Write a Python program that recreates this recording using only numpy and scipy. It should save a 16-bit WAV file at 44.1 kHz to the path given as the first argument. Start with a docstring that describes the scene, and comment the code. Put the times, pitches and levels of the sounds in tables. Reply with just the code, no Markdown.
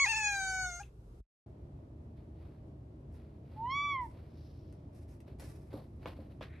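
"""Indoors, two rooms with a low hum. In the first, a close cat's long meow cracks from a clear squeal
into a raspy, falling call: vocal-fold harmonics and pulsed breath through a closing mouth.
After a short silence, in the second room, another cat gives a clean, arched mew, then rolls on the
wooden floor against a sofa: fur rubs, claws tick and drag, padded paws set the furniture ringing."""
import sys
import numpy as np
from scipy import signal
from scipy.fft import rfft, irfft, next_fast_len
from scipy.io import wavfile

SR = 44100
rng = np.random.default_rng(int(sys.argv[2]) if len(sys.argv) > 2 else 0)


def store_pcm(level_fs):
    """Save levels as 16-bit WAV."""
    pcm = np.round(np.clip(level_fs, -1, 1) * 32767).astype(np.int16)
    wavfile.write(sys.argv[1], SR, np.atleast_2d(pcm).T)


N = 291060
T = np.arange(N) / SR
FFT_SIZE = next_fast_len(N + SR // 10)

# air spectrum per room: f/Hz, gain/dB
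ROOM1_AIR = [(15, -33.5), (25, -12.5), (58, 0.5), (90, -14), (123, -8.5), (214, -22), (293, -23.5),
             (380, -21.5), (411, -20), (534, -30.5), (1370, -45.5), (1830, -54), (13000, -60.5)]
ROOM2_AIR = [(15, -58), (25, -22.5), (37, -6), (64, 2.5), (123, -5), (148, -4), (173, -9.5), (333, -9.5),
             (494, -22), (641, -20), (731, -28), (975, -33), (1330, -42), (1440, -44.5), (13000, -66.5)]
# hum lines per room: f/Hz, level/dB
ROOM1_HUM = [(61, -58), (116, -64)]
ROOM2_HUM = [(80.7, -57.5), (107.7, -58), (140.0, -60.5)]
# stereo width of air and friction: f/Hz, side over mid/dB
AIR_WIDTH = [(60, -37), (130, -30), (280, -15), (590, -3.5), (1300, 3), (12000, -2.5)]
RUB_WIDTH = [(100, -20), (360, -15.5), (700, -5), (4000, -11), (8000, 3)]

# strokes of body, pad on taut sofa, flank, claws: t/s, length/s, level/dB
BODY_RUBS = [(2.152, 0.11, -69), (2.34, 0.33, -68), (3.098, 0.34, -69), (3.423, 0.46, -65.5),
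             (4.078, 0.38, -65.5), (5.26, 0.1, -61), (5.702, 0.066, -58.5), (5.99, 0.19, -63.5),
             (6.028, 0.027, -63.5), (6.149, 0.082, -60)]
PAD_SCRAPES = [(6.445, 0.3, -64.5), (6.52, 0.1, -68)]
FUR_BRUSHES = [(4.25, 0.7, -72.5)]
CLAW_DRAGS = [(3.11, 0.1, -74.5), (3.99, 0.18, -69.5), (4.92, 0.15, -71), (5.07, 0.11, -67),
              (5.382, 0.03, -68), (5.394, 0.035, -56.5), (5.411, 0.08, -56), (5.465, 0.06, -65),
              (5.493, 0.039, -59.5), (5.53, 0.056, -66.5), (5.56, 0.21, -78)]
# friction and click spectra: f/Hz, gain/dB
WOOD_EQ = [(150, -3), (500, 6.5), (1100, -6), (2400, -32), (4300, -17.5), (6500, -38), (12500, -27)]
SOFA_EQ = [(400, -10.5), (1200, 5.5), (2350, 5), (3000, 1), (4200, -2.5), (5500, -11.5), (6800, -23),
           (12500, -34.5)]
PAD_EQ = [(700, -17), (1400, -3), (1900, 2.5), (2500, -1), (2900, -13.5), (4000, -12), (5500, -41),
          (12000, -50)]
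FUR_EQ = [(1000, -7.5), (2500, -9), (4000, -5), (5500, -4.5), (7000, -25), (12000, -18)]
CLAW_EQ = [(300, 10), (1500, 1.5), (2450, 2), (3200, -6.5), (4000, -4), (5500, -1), (6700, -7), (8200, -5),
           (9700, -5), (11000, -1), (12500, -8)]
CLICK_EQ = [(500, 13.5), (1400, 18), (2300, 9), (3600, 11), (5000, -20), (7000, -32), (12000, -38)]
# claw hits on sofa: t/s, level/dB
FABRIC_TICKS = [(4.726, -62), (5.204, -59), (5.3972, -49.5)]
FRAME_CLICKS = [(6.058, -41), (6.4098, -45)]
# paw landings: t/s, blow/dB, cutoff/Hz, slide length/s, slide/dB, sofa share/dB
PATS = [(5.422, -43, 504, 0.038, -56.5, -8), (5.729, -39, 385, 0.047, -50.5, -20),
        (5.74, -30.5, 476, 0.15, -51, -19.5), (6.058, -35, 3050, 0.1, -50, -6.5),
        (6.188, -34.5, 460, 0.18, -66, -10), (6.303, -47, 389, 0.054, -66.5, -9),
        (6.41, -38, 1090, 0.09, -56, 4)]
# furniture modes: f/Hz, level/dB, t60/s
FURNITURE_MODES = [(213, -8.5, 0.21), (296, -7, 0.13), (515, -6, 0.2), (541, 13, 0.019), (742, 5, 0.018),
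                   (1070, 14.5, 0.0075), (1064, -8.5, 0.19), (2265, -10.5, 0.1), (2930, -17, 0.25),
                   (3530, -25, 0.13)]

# mew pitch arch: t/s, f/Hz
MEW_PITCH = [(3.56, 845), (3.6, 880), (3.65, 950), (3.7, 1042), (3.73, 1100), (3.765, 1138), (3.8, 1143),
             (3.825, 1157), (3.885, 1152), (3.92, 1128), (3.97, 1052), (4.03, 972), (4.07, 875)]
# throat gain on mew overtones: f/Hz, gain/dB
MEW_THROAT = [(1800, -4), (2280, 2.5), (3000, -9.5), (3450, -9), (4000, -20.5), (4600, -27.5),
              (5400, -20.5), (5800, -27), (6900, -35), (7600, -67.5), (11500, -52)]
# mouth opening, on the octave and on higher overtones: t/s, gain/dB
MEW_OCTAVE = [(3.64, -50.5), (3.66, -21), (3.676, -21), (3.688, -33), (3.702, -9), (3.735, -8),
              (3.775, -1.5), (3.81, -1.5), (3.832, -6.5), (3.857, -1.5), (3.882, -8.5), (3.912, -1.5),
              (3.945, -7.5), (3.964, -3.5), (3.976, -12.5), (3.995, -7), (4.025, -23.5), (4.06, -16)]
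MEW_OPENING = [(3.61, -52), (3.665, -20.5), (3.69, -15.5), (3.71, -4.5), (3.78, 0), (3.83, -2), (3.88, -4),
               (3.915, -2.5), (3.95, -9.5), (3.98, -19), (4.03, -37)]

# meow squeal, crack, fall, last flick: t/s, f/Hz
MEOW_PITCH = [(0.0, 1106), (0.03, 1114), (0.044, 1078), (0.05, 990), (0.06, 935), (0.063, 845),
              (0.073, 815), (0.081, 875), (0.095, 900), (0.146, 855), (0.162, 882), (0.3, 818), (0.42, 769),
              (0.63, 745), (0.72, 707), (0.797, 702), (0.802, 808), (0.825, 815)]
# meow's overall tone colour, static peaks and dips: f/Hz, gain/dB
MEOW_EQ = [(300, -18.5), (720, -2), (1150, -3.5), (1700, -5), (2450, -9.5), (3000, -26), (3400, -15),
           (3800, -14.5), (4150, -18), (4500, -13.5), (5100, -18), (5450, -19.5), (6100, -10), (6850, -5),
           (7300, -25), (7800, -21), (8700, -22), (9600, -28), (10300, -42.5), (12700, -38.5)]
# closing mouth's resonance: t/s, f/Hz, peak/dB
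MEOW_MOUTH = [(.028, 2370, 23.5), (.038, 2260, 18.5), (.046, 2260, 24.5), (.058, 2300, 20.5),
              (.066, 2670, 21), (.19, 2480, 20), (.28, 2160, 22.5), (.38, 1820, 14), (.54, 1600, 13.5),
              (.665, 1470, 12.5), (.72, 1590, 7.5), (.79, 1510, 5.5), (.806, 900, 13.5)]
# voice breaks: t/s, roughness/dB, recovery/(dB/s)
MEOW_BREAKS = [(0.056, -3, 100), (0.125, -12, 75), (0.356, -15, 200), (0.64, -22, 120), (.81, -10, 14)]
# breath spectra (rasp at source, mouth hiss, closing rasp): f/Hz, gain/dB
RASP_EQ = [(400, -22), (1350, -26), (2150, -4), (2600, -8), (3000, -16), (3700, -12), (4100, -1), (4400, 2),
           (5200, -5), (6400, -2), (7300, -6), (8700, 3), (12000, 4)]
HISS_EQ = [(600, -24), (1100, -20), (1900, -25), (3200, -36), (4200, -34), (5200, -26), (5850, -17),
           (6150, -1), (6500, 1), (6900, 0), (7200, -25), (7900, -16), (9000, -19), (10300, -32),
           (12500, -24)]
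END_RASP_EQ = [(700, -12.5), (1500, -2), (2500, 1), (3800, -1.5), (4700, -12.5), (6500, -6.5), (9000, -9.5),
               (12500, -14.5)]
# hiss envelope: t/s, level/dB
HISS_LEVEL = [(.03, -72), (.045, -50), (.12, -55), (.28, -55), (.35, -49), (.44, -57), (.54, -54),
              (.65, -52), (.71, -58), (.76, -56), (.81, -61), (.83, -74), (.88, -92), (.95, -140)]
# closing rasp: t/s, length/s, level/dB
END_RASP_STROKE = [(.795, 0.11, -65)]
# left mic against right: f/Hz, phase/rad
MIC_PHASE = [(300, 0), (1400, -.4), (2240, -.5), (2670, -1), (3100, -2), (4500, -3.6), (5500, -5.6),
             (6800, -6.3), (12000, -6.3)]
# left mic against right: f/Hz, gain/dB
MIC_BALANCE = [(300, 6.5), (750, 3.5), (1100, 5.5), (1520, 1.5), (2200, 1), (3800, 2), (7000, -0.5)]


def undb(db):
    """Decibels to gain."""
    return 10 ** (np.asarray(db) / 20)


def unit(x):
    """Scale to rms 1."""
    return x / np.sqrt(np.mean(x ** 2))


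def since(start_s):
    """Seconds after start_s, zero before."""
    return np.maximum(T - start_s, 0)


def curves(table, t=T):
    """Table columns interpolated at times t."""
    times_s, *columns = np.transpose(table)
    return [np.interp(t, times_s, column) for column in columns]


def spectrum_db(eq, f):
    """Spectrum interpolated over log frequency."""
    hz, db = np.transpose(eq)
    return np.interp(np.log(f + 1), np.log(hz), db)


def colour(x, eq):
    """Filter x by a spectrum."""
    gain = undb(spectrum_db(eq, np.fft.rfftfreq(FFT_SIZE, 1 / SR)))
    return irfft(rfft(x, FFT_SIZE) * gain, FFT_SIZE)[..., :N]


def noise(eq):
    """Coloured noise, rms 1."""
    return unit(colour(rng.standard_normal(N), eq))


def stereo_noise(eq, width):
    """Independent mid and side noise as left and right."""
    return noise(eq) + np.array([[1], [-1]]) * colour(noise(eq), width)


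def wander(rate_hz):
    """Smooth random drift, rms 1."""
    knots = rng.standard_normal(N // 8)
    return unit(np.interp(T * rate_hz, np.arange(len(knots)), knots))


def swells(strokes):
    """Summed envelope of fast-rising, fading strokes."""
    shape = [0.0031, 0.9, 0.48, 0.0069]
    return sum(undb(db) * np.interp(T, start_s + length_s * np.array([0, .25, .5, 1]), shape)
               for start_s, length_s, db in strokes)


def reverb(x, t60_s, wet_db, damp_hz):
    """Direct sound plus a low-passed stereo tail."""
    t = T[:SR // 2]
    tail = rng.standard_normal((2, len(t))) * undb(-60 * t / t60_s) * (t > .003)
    tail = signal.lfilter(*signal.butter(2, damp_hz, fs=SR), tail)
    tail /= np.sqrt(np.sum(tail ** 2, axis=1, keepdims=True))
    return x + undb(wet_db) * signal.fftconvolve(np.atleast_2d(x), tail, axes=1)[:, :N]


def mic_pair(x):
    """Two mics on one case: phase offset, near side louder."""
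    f = np.fft.rfftfreq(FFT_SIZE, 1 / SR)
    phase_rad, = curves(MIC_PHASE, f)
    left_over_right = undb(spectrum_db(MIC_BALANCE, f)) * np.exp(1j * phase_rad)
    response = np.array([left_over_right, np.ones(len(f))]) / np.sqrt(np.abs(left_over_right))
    return irfft(rfft(x, FFT_SIZE) * response, FFT_SIZE)[:, :N]


def room_tone(air, hum, air_db, waver_db, drift_hz):
    """Indoor air rumble and wavering hum lines."""
    tone = stereo_noise(air, AIR_WIDTH) * undb(air_db + .6 * wander(9.7))
    for hz, db in hum:
        gain = np.sqrt(2) * undb(db + waver_db * wander(5.8))
        tone += gain * np.sin(2 * np.pi * np.cumsum(hz + drift_hz * wander(12)) / SR)
    return tone


def rubs(grain_db=1.5, body_sofa_db=-8.5, fur_lead_s=.004):
    """Fur and pads slide unevenly on wood and upholstery, at body shifts and pats."""
    strokes = [(*rub, body_sofa_db) for rub in BODY_RUBS]
    strokes += [(s - fur_lead_s, length_s, db, sofa_db) for s, _, _, length_s, db, sofa_db in PATS]
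    on_wood = [(s, length_s, db) for s, length_s, db, _ in strokes]
    on_sofa = [(s, length_s, db + sofa_db) for s, length_s, db, sofa_db in strokes]
    surfaces = [(on_wood, WOOD_EQ), (on_sofa, SOFA_EQ), (PAD_SCRAPES, PAD_EQ), (FUR_BRUSHES, FUR_EQ)]
    swish = sum(swells(moves) * stereo_noise(eq, RUB_WIDTH) for moves, eq in surfaces)
    return swish * unit(undb(grain_db * wander(200)))


def claws(catches_per_s=7000, grip_db=2.5):
    """Claws tick on fabric, drag in tiny catches and click on the sofa frame."""
    def pings(hits, decay_s):
        return sum(undb(db) * (T >= s) * np.exp(-since(s) / decay_s) for s, db in hits)

    catches = (rng.random(N) < catches_per_s / SR) * rng.standard_normal(N)
    catches *= undb(grip_db * wander(160))
    drags = unit(colour(catches, CLAW_EQ)) * swells(CLAW_DRAGS)
    ticks = noise(CLAW_EQ) * pings(FABRIC_TICKS, decay_s=.0026)
    clicks = noise(CLICK_EQ) * pings(FRAME_CLICKS, decay_s=.0009)
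    return reverb(drags + ticks + clicks, t60_s=.13, wet_db=-2, damp_hz=13500)


def paw_taps(contact_t60_s=.013, ring_db=-6, detune=.0243):
    """Padded blows ring the furniture: toes first, then the softer, duller pad."""
    taps, t = np.zeros(N + SR), T[:SR // 4]
    for start_s, db, toe_cutoff_hz, *_ in PATS:
        for lag_s, trim_db, dulling in [(0, 0, 1), (.006, -7.5, .67)]:
            cutoff_hz = toe_cutoff_hz * dulling
            contact = rng.standard_normal(len(t)) * undb(-60 * t / contact_t60_s)
            ring = 0
            for k, (hz, mode_db, t60_s) in enumerate(FURNITURE_MODES):
                mode_hz = hz * (1 + detune * rng.standard_normal())
                ring += (-1) ** k * undb(mode_db - 60 * t / t60_s) * np.sin(2 * np.pi * mode_hz * t)
            blow = signal.lfilter(*signal.butter(3, cutoff_hz, fs=SR), contact + undb(ring_db) * ring)
            blow *= 1 - np.exp(-t * cutoff_hz)  # softer pad, slower rise
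            start = int((start_s + lag_s) * SR)
            taps[start:start + len(t)] += undb(db + trim_db) * blow
    return reverb(taps[:N], t60_s=.15, wet_db=-23, damp_hz=5000)


def mew(start_s=3.558, attack_s=.087, release_s=.062, end_s=4.076, level_db=-37, balance_db=-2.6):
    """Arched pitch; overtones bloom as the mouth opens, the highest last in and first out."""
    jitter, steepening, flutter_db = .0016, .18, 1.5
    hz, = curves(MEW_PITCH)
    octave_db, = curves(MEW_OCTAVE)
    opening_db, = curves(MEW_OPENING)
    phase = 2 * np.pi * np.cumsum(hz * (1 + jitter * (wander(320) + wander(60)))) / SR

    def overtone(ratio, db):
        return undb(spectrum_db(MEW_THROAT, ratio * hz) + db) * np.sin(ratio * phase)

    voice = np.sin(phase) + overtone(1.995, octave_db)
    for rank, k in enumerate(range(3, 11)):
        flicker_db = flutter_db * min(rank + .5, 2) * wander(45)
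        voice += overtone(k, opening_db * (1 + steepening * rank) + flicker_db)
    envelope = np.clip(np.minimum((T - start_s) / attack_s, (end_s - T) / release_s), 0, 1)
    voice *= np.sqrt(2) * undb(level_db) * envelope
    pan = undb(np.array([[balance_db], [-balance_db]]) / 2)
    return reverb(voice, t60_s=.3, wet_db=-21, damp_hz=4000) * pan


def mouth_snap(start_s=.828, length_s=.014, from_hz=2950, to_hz=2380, squeak_db=-55):
    """Toneless rasp and a tiny falling squeak as the mouth shuts on the meow."""
    progress = np.clip((T - start_s) / length_s, 0, 1)
    phase = 2 * np.pi * np.cumsum(from_hz + (to_hz - from_hz) * progress) / SR
    squeak = np.sqrt(2) * undb(squeak_db) * np.sin(np.pi * progress) ** 2 * np.sin(phase)
    rasp = noise(END_RASP_EQ) * swells(END_RASP_STROKE)
    return reverb(rasp + squeak, t60_s=.15, wet_db=-11, damp_hz=9060)


def roughness(clear_db=-29, rise_db_per_s=800):
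    """Each voice break flares up and heals."""
    breaks = sum(undb(db - rise_db_per_s * np.maximum(s - T, 0) - recovery_db_per_s * since(s))
                 for s, db, recovery_db_per_s in MEOW_BREAKS)
    return np.hypot(undb(clear_db), breaks)


def vocal_folds(rough, crack_s=.04, crack_rise_s=.017, jitter=.02, quaver=.003):
    """Harmonic tone and its phase; the rougher the voice, the more unequal its cycles."""
    lag_rad, stray_rad, shimmer_db = .5, .014, .45
    fray, alternation, breakup = .3, .25, .58
    hz, = curves(MEOW_PITCH)
    cracked = np.clip(since(crack_s) / crack_rise_s, 0, 1)
    wobble = cracked * (jitter * rough * wander(400) + quaver * wander(220))
    phase = 2 * np.pi * np.cumsum(hz * (1 + wobble)) / SR
    tone = 0
    for k in range(1, 18):
        # throat delays high harmonics, smearing each pulse
        offset_rad = stray_rad * k * cracked * wander(240) - lag_rad * k ** 2
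        gain = (1 + fray * rough * wander(260)) * undb(shimmer_db * min(k, 8) * wander(40))
        tone += np.sqrt(2) * gain * np.cos(k * phase + offset_rad)
    tone *= 1 + alternation * rough * wander(200) * np.cos(phase / 2)  # strong and weak cycles
    return tone / (1 + breakup * rough ** 2), phase


def meow_timbre(source, half_width_hz=380, upper_ratio=2, upper_share=.36):
    """Overall tone colour plus two resonances that fall as the mouth closes."""
    f, t, frames = signal.stft(source, SR, nperseg=256, noverlap=192)
    mouth_hz, peak_db = curves(MEOW_MOUTH, t)
    gain_db = spectrum_db(MEOW_EQ, f)[:, None]
    for ratio, share in [(1, 1), (upper_ratio, upper_share)]:
        detuning = (f[:, None] - ratio * mouth_hz) / half_width_hz
        gain_db = gain_db + share * peak_db / (1 + detuning ** 2)
    return signal.istft(frames * undb(gain_db), SR, nperseg=256, noverlap=192)[1][:N]


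def meow(source_db=-37.5, rasp_db=9, creak_db=3, puff_depth=.6, scatter_hz=2900):
    """Folds and once-a-cycle puffs of rasp sound through the mouth; air hisses past."""
    sag_db = 13 * T  # air runs out
    closing_db = 50 * since(.65) + 1300 * since(.816)  # mouth shuts, voice stops
    rough = roughness()
    tone, phase = vocal_folds(rough)
    puffs = 1 + puff_depth * np.cos(phase)
    rasp = undb(rasp_db + creak_db * wander(260)) * noise(RASP_EQ) * rough * puffs
    voice = meow_timbre((tone + rasp) * undb(source_db - sag_db - closing_db))
    hiss_db, = curves(HISS_LEVEL)
    voice += noise(HISS_EQ) * puffs * undb(hiss_db)
    # nearby objects scatter the treble; carpet keeps the room nearly dry
    treble = signal.sosfilt(signal.butter(4, scatter_hz, "high", fs=SR, output="sos"), voice)
    scattered = reverb(treble, t60_s=.05, wet_db=-5, damp_hz=13000) - treble
    return reverb(mic_pair(voice) + scattered, t60_s=.15, wet_db=-19, damp_hz=9000)


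def scene(room1_end_s=1.21, room2_start_s=1.461):
    """First cat's room, short silence, second cat's room."""
    room1 = meow() + mouth_snap()
    room1 += room_tone(ROOM1_AIR, ROOM1_HUM, air_db=-52.5, waver_db=1.5, drift_hz=3.9)
    room2 = mew() + paw_taps() + claws() + rubs()
    room2 += room_tone(ROOM2_AIR, ROOM2_HUM, air_db=-50.5, waver_db=1.5, drift_hz=1.953)
    fade_out = np.clip((room1_end_s - T) / .0041, 0, 1)
    fade_in = np.clip((T - room2_start_s) / .00131, 0, 1)
    return room1 * fade_out + room2 * fade_in


def record(dry, low_cut_hz=45, high_cut_hz=12800):
    """Mic low cut, then a steep low-pass: no treble above about 13 kHz."""
    lean = signal.sosfilt(signal.butter(4, low_cut_hz, "high", fs=SR, output="sos"), dry)
    return signal.sosfilt(signal.ellip(8, .2, 70, high_cut_hz, fs=SR, output="sos"), lean)


dry = scene()
out = record(dry)
store_pcm(out)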